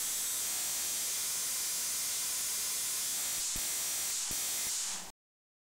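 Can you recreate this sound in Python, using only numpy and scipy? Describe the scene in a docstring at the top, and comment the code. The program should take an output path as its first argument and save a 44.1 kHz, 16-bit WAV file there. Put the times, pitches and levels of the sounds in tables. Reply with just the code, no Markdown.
"""A harsh, buzzing hiss: a high-voltage arc from a hand-held wire to a clamped part, in a live room.
The arc is a train of sparks that ring nearby objects, slower and harder as the gap widens.
Twice it breaks and restrikes with a pop, then it goes out. The sparks overload the microphone,
and gain control holds up the room's ring after each break."""
import sys
import numpy as np
from scipy import signal
from scipy.fft import rfft, irfft
from scipy.io import wavfile
from scipy.ndimage import uniform_filter1d

SR = 44100
rng = np.random.default_rng(int(sys.argv[2]) if len(sys.argv) > 2 else 0)


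def to_wav(sig):
    """Store sig (one row per channel, or 1-D mono) as 16-bit WAV at the path in sys.argv[1].

    Samples outside -1..1 are clipped; the rate is SR.
    """
    pcm = np.clip(np.atleast_2d(sig), -1, 1) * 32767
    pcm = np.round(pcm).astype(np.int16)
    wavfile.write(sys.argv[1], SR, pcm.T)  # frames by channels


N = 248724
LEAD = SR // 2  # samples of arc before time zero


def undb(db):
    """Decibels to gain."""
    return 10 ** (np.asarray(db) / 20)


def unit_energy(x):
    """Scale to unit energy."""
    return x / np.sqrt(np.sum(x ** 2))


def at_hz(points, hz):
    """Read (frequency [Hz], value) points on a log-frequency axis."""
    points_hz, values = np.transpose(points)
    return np.interp(np.log(np.maximum(hz, 1)), np.log(points_hz), values)


def colour(x, points, size=2048):
    """Minimum-phase filter through (frequency [Hz], gain [dB]) points."""
    gain = undb(at_hz(points, np.fft.rfftfreq(size, 1 / SR)))
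    cepstrum = irfft(np.log(gain))
    cepstrum[1:size // 2] *= 2
    cepstrum[size // 2 + 1:] = 0
    return signal.fftconvolve(x, irfft(np.exp(rfft(cepstrum))))[:len(x)]


def pressure_pulse(t, peak_s):
    """One-sided pulse, 1 at peak_s."""
    u = np.maximum(t, 0) / peak_s
    return u * np.exp(1 - u)


# Room noise spectrum: (frequency [Hz], relative level [dB])
NOISE_SPECTRUM = [(40, 0), (130, -9.5), (185, 8), (250, -6), (350, 0), (490, -8), (650, 1), (950, 1.5),
                  (1300, -10), (3000, -12), (7000, -6), (10000, -12), (15000, -17.5)]


def background(level_db=-34.0):
    """Steady room noise, heard only once the gain has come up."""
    noise = colour(rng.standard_normal(N), NOISE_SPECTRUM)
    return undb(level_db) * np.sqrt(N) * unit_energy(noise)


# Room reverberation: (frequency [Hz], relative level [dB], T60 [s])
ROOM_DECAY = [(150, -9.5, 0.61), (472.6, -5.5, 0.86), (896, -3.3, 1.0), (2040, -4.5, 0.8), (4010, 3, 0.57),
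              (6890, 3, 0.58), (9400, -1, 0.54), (14740, -10, 0.37)]


def room_response(build_s=0.0066, bands=18):
    """Diffuse ring of the room; the treble dies first."""
    t = np.arange(SR) / SR
    spectrum, hz = rfft(rng.standard_normal(SR)), np.fft.rfftfreq(SR, 1 / SR)
    centres_hz = np.geomspace(100, 16000, bands)
    tail = 0
    for centre_hz, weights in zip(centres_hz, np.eye(bands)):
        level_db, t60_s = (at_hz(np.array(ROOM_DECAY)[:, [0, k]], centre_hz) for k in (1, 2))
        band = irfft(spectrum * np.interp(hz, centres_hz, weights))
        tail += undb(level_db) * band * np.exp(-np.log(1000) * t / t60_s)
    return unit_energy(tail * (1 - np.exp(-t / build_s)))


def near_response(direct_db=-3.0, t60_s=0.045, size=8192, passes=3):
    """Direct path and early reflections, flattened to add little colour."""
    t = np.arange(size) / SR
    reflections = rng.standard_normal(size) * np.exp(-np.log(1000) * t / t60_s)
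    response = unit_energy(reflections) + undb(direct_db) * (t == 0)
    for _ in range(passes):
        spectrum = rfft(response)
        smooth_power = uniform_filter1d(np.abs(spectrum) ** 2, size=25)
        response = irfft(spectrum / np.sqrt(smooth_power)) * (t < t60_s)
    return response


def arc_places(gap_ms, short_ms=3.5, long_ms=13.0, leave_s=0.4, slide_s=0.17):
    """Shares (on clamp, short, long): the arc's foot slides off the clamp, then it follows the gap."""
    t = np.arange(-LEAD, N) / SR
    on_clamp = np.clip((leave_s - t) / slide_s, 0, 1)
    stretch = np.clip((gap_ms - short_ms) / (long_ms - short_ms), 0, 1)
    return np.array([on_clamp, (1 - on_clamp) * (1 - stretch), (1 - on_clamp) * stretch])


# Resonances of nearby objects, by place of the arc:
# (frequency [Hz], width [Hz], level on clamp [dB], level short [dB], level long [dB])
OBJECT_MODES = [(365, 150, -5, -6, 1.5), (660, 80, -7, -1, 4), (1036, 68, -7, 7, 5),
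                (1405, 260, 2.5, 4, -2), (1835, 120, 3, 3.5, 3), (2101, 75, 6.5, 7, 6.5),
                (2386, 89, 3, 6, 4.5), (3133, 66, -5.5, -3.5, 8), (3396, 300, 2.5, 5, 2),
                (3747, 90, 4.5, -5.5, 2), (4844, 170, -1, 3, 2.5), (5365, 130, 0.5, 5.5, 2),
                (5810, 170, 6, 4, 6), (6125, 62, -4, 3.5, 1), (6356, 140, 6, 3, 1.5),
                (6608, 45, -4, 4, 4.5), (6724, 55, -2, 2.5, 7), (7039, 63, -5.5, 2.5, 1),
                (7246, 118, 2.5, 3.5, -.5), (7522, 130, -1.5, 2.5, 2.5), (7740, 55, 9.5, -8, 1.5),
                (7977, 60, -4, 5, 3.5), (8384, 110, -8, 4.5, 6), (8680, 59, 6, 4, 1.5),
                (8871, 84, 3.5, -1, -5), (9490, 72, 7.5, 7, -5), (9844, 130, 1.5, 5.5, 4),
                (10150, 63, -1, -1.5, 7), (10600, 290, 4, 0.5, -9.5), (11100, 110, 3.5, -3, -6.5),
                (12440, 660, -2, -.5, -4.5)]


def object_ringing(train, shares, ring_db=3.5, shift_s=0.13, wander_hz=18, wander_db=1.0, size=4096):
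    """Sparks ring nearby objects; each shift of the arc moves the resonances in pitch and level."""
    hz, step = np.fft.rfftfreq(size, 1 / SR), int(shift_s * SR)
    centres_hz, widths_hz, *place_db = np.transpose(OBJECT_MODES)
    wander = rng.standard_normal((256, 2, len(OBJECT_MODES)))
    out = np.zeros(len(train) + size)
    for start, (detune, swell) in zip(range(0, len(train), step), wander):
        power = shares[:, start] @ undb(place_db) ** 2 * undb(ring_db + wander_db * swell) ** 2
        offset_hz = hz[:, None] - centres_hz - wander_hz * detune
        peaks = 1 / (1 + (2 * offset_hz / widths_hz) ** 2) @ power
        curve = np.column_stack([hz, 10 * np.log10(1 + peaks)])[1:]  # peaks on a flat floor
        piece = np.pad(train[start:start + step], (0, size))
        out[start:start + len(piece)] += colour(piece, curve, size=size)
    return out[:len(train)]


# Hardest breakdowns, across the widest gap: (time [s], push level [dB], rebound level [dB])
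HARD_BREAKDOWNS = [(3.381, 10.5, -9.5), (3.5597, 31, 3.5), (4.311, 25, -3.5), (4.6686, 16.5, -29.5)]


def pops(peak_s=0.0004, rebound_s=0.027):
    """A hard breakdown shoves the diaphragm one way; it swells back the other way."""
    out = np.zeros(N)
    for time_s, push_db, rebound_db in HARD_BREAKDOWNS:
        t = np.arange(N) / SR - time_s
        rebound = np.sin(np.pi * np.clip(t / rebound_s, 0, 1) ** 2)
        out += undb(rebound_db) * rebound - undb(push_db) * pressure_pulse(t, peak_s)
    return out


# Wire lifts that stretch the arc: (peak time [s], added charge time [ms], rise and fall each [s])
WIRE_LIFTS = [(.67, 13.7, 0.43), (1.0, 3, .2), (1.35, 1.3, .2), (1.7, 2.4, .14)]
# Burning spans: (start [s], last spark [s], charge time at closest gap [ms], pull-away duration [s])
ARC_BURNS = [(0, 3.381, 4.3, 0.38), (3.56, 4.098, 15, .3), (4.311, 4.669, 13.3, .16)]


def wire_gap(break_ms=22.5, approach_s=0.2, tremble=0.06, tremble_hz=6):
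    """Gap as charge time to breakdown [ms]: an unsteady hand brings the wire in, lifts it, pulls away."""
    t = np.arange(-LEAD, N) / SR
    gap_ms = np.full(len(t), break_ms)
    for restrike, (start_s, last_s, closest_ms, pull_s) in enumerate(ARC_BURNS):
        approach = (t - start_s) / approach_s if restrike else 1
        closeness = np.clip(np.minimum(approach, (last_s - t) / pull_s), 0, 1)
        gap_ms -= (break_ms - closest_ms) * closeness
    for peak_s, added_ms, ramp_s in WIRE_LIFTS:
        gap_ms += added_ms * np.maximum(1 - np.abs(t - peak_s) / ramp_s, 0)
    shake = np.interp((t - t[0]) * tremble_hz, np.arange(128), rng.standard_normal(128))
    return gap_ms * np.exp(tremble * shake)


def sparks(gap_ms, jitter=0.08, scatter_db=1.35, growth=0.89, full_charge_s=0.023):
    """The supply charges until the gap breaks down; a longer wait stores a harder spark."""
    train = np.zeros(LEAD + N)
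    for restrike, (start_s, last_s, *_) in enumerate(ARC_BURNS):
        t = start_s if restrike else -LEAD / SR
        for timing, scatter in rng.standard_normal((2048, 2)):
            wait_s = max(gap_ms[LEAD + int(t * SR)], 1) / 1000
            strength = (wait_s / full_charge_s) ** growth * undb(scatter_db * scatter)
            final = t + wait_s / 2 > last_s
            train[LEAD + int((last_s if final else t) * SR)] = strength
            if final:
                break
            t += wait_s * np.exp(jitter * timing)
    return train


def blasts(train, level_db=8.0, peak_s=0.0004, steepness=3.9):
    """Each spark heats the air; the blast grows steeply with spark strength."""
    pulse = pressure_pulse(np.arange(SR // 100) / SR, peak_s)
    return undb(level_db) * signal.fftconvolve(train ** steepness, pulse)[:len(train)]


# Spark spectrum at the microphone, resonance near 7 kHz: (frequency [Hz], gain [dB])
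SPARK_SPECTRUM = [(60, -45.5), (200, -28), (350, -20), (500, -24), (900, -15.5), (2000, -11.5), (2800, -12),
                  (3400, -9.5), (4300, -9), (5500, -6), (7200, 0), (8500, -2), (10000, -5), (12500, -6.5),
                  (15500, -9.5)]


def cracks(train, shares, near_db=45.5, room_db=38.0):
    """Sparks heard close by and through the room; each place of the arc has its own reflections."""
    rung = object_ringing(train, shares)
    near = sum(signal.fftconvolve(rung * np.sqrt(share), near_response()) for share in shares)
    room = signal.fftconvolve(train, room_response())
    paths = undb(near_db) * near[:len(train)] + undb(room_db) * room[:len(train)]
    return colour(paths, SPARK_SPECTRUM)


def scene():
    """Pressure at the microphone; overload sets in near 1."""
    gap_ms = wire_gap()
    train = sparks(gap_ms)
    arc = cracks(train, arc_places(gap_ms)) - blasts(train)
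    return np.tile(arc[LEAD:] + pops() + background(), (2, 1))


def overload(x, bias=0.091, settle_s=0.33, oversample=4):
    """The amplifier clips unevenly; its coupling capacitor charges, and swings back in each break."""
    fine = signal.resample_poly(x, oversample, 1)
    clipped = signal.resample_poly(np.clip(fine, bias - 1, bias + 1), 1, oversample)
    pole = np.exp(-1 / (settle_s * SR))
    return signal.lfilter([1, -1], [1, -pole], clipped)


def gain_control(x, target_db=-34.5, knee_db=-20.0, window_s=0.009, lag_s=0.0016, release_db_per_s=90.5):
    """Gain drops quickly and recovers steadily, reaching its maximum at the knee."""
    t = np.arange(N) / SR
    power = np.abs(uniform_filter1d(x ** 2, int(window_s * SR)))
    lagged_power = np.interp(t - lag_s, t, power)
    level_db = np.maximum(10 * np.log10(lagged_power + 1e-18), knee_db)
    release_db = release_db_per_s * t
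    held_db = np.maximum.accumulate(level_db + release_db) - release_db
    return x * undb(target_db - held_db)


# Tone after the overload: (frequency [Hz], gain [dB])
OUTPUT_TONE = [(30, -1.5), (120, -1.5), (500, -1), (1500, -1.82), (2800, -1), (4000, 0.44), (7000, -1.5),
               (11000, 0.24), (15500, 1.5)]


def record(dry, stop_s=5.103, lowpass_hz=15700):
    """One microphone: overload, tone, gain control, switch-off during the last ring, low-pass."""
    x = gain_control(colour(overload(dry[0]), OUTPUT_TONE))
    x *= np.arange(N) / SR < stop_s
    lowpass = signal.ellip(12, 0.1, 80, lowpass_hz, fs=SR, output="sos")
    return np.tile(signal.sosfilt(lowpass, x), (2, 1))


dry = scene()
out = record(dry)
to_wav(out)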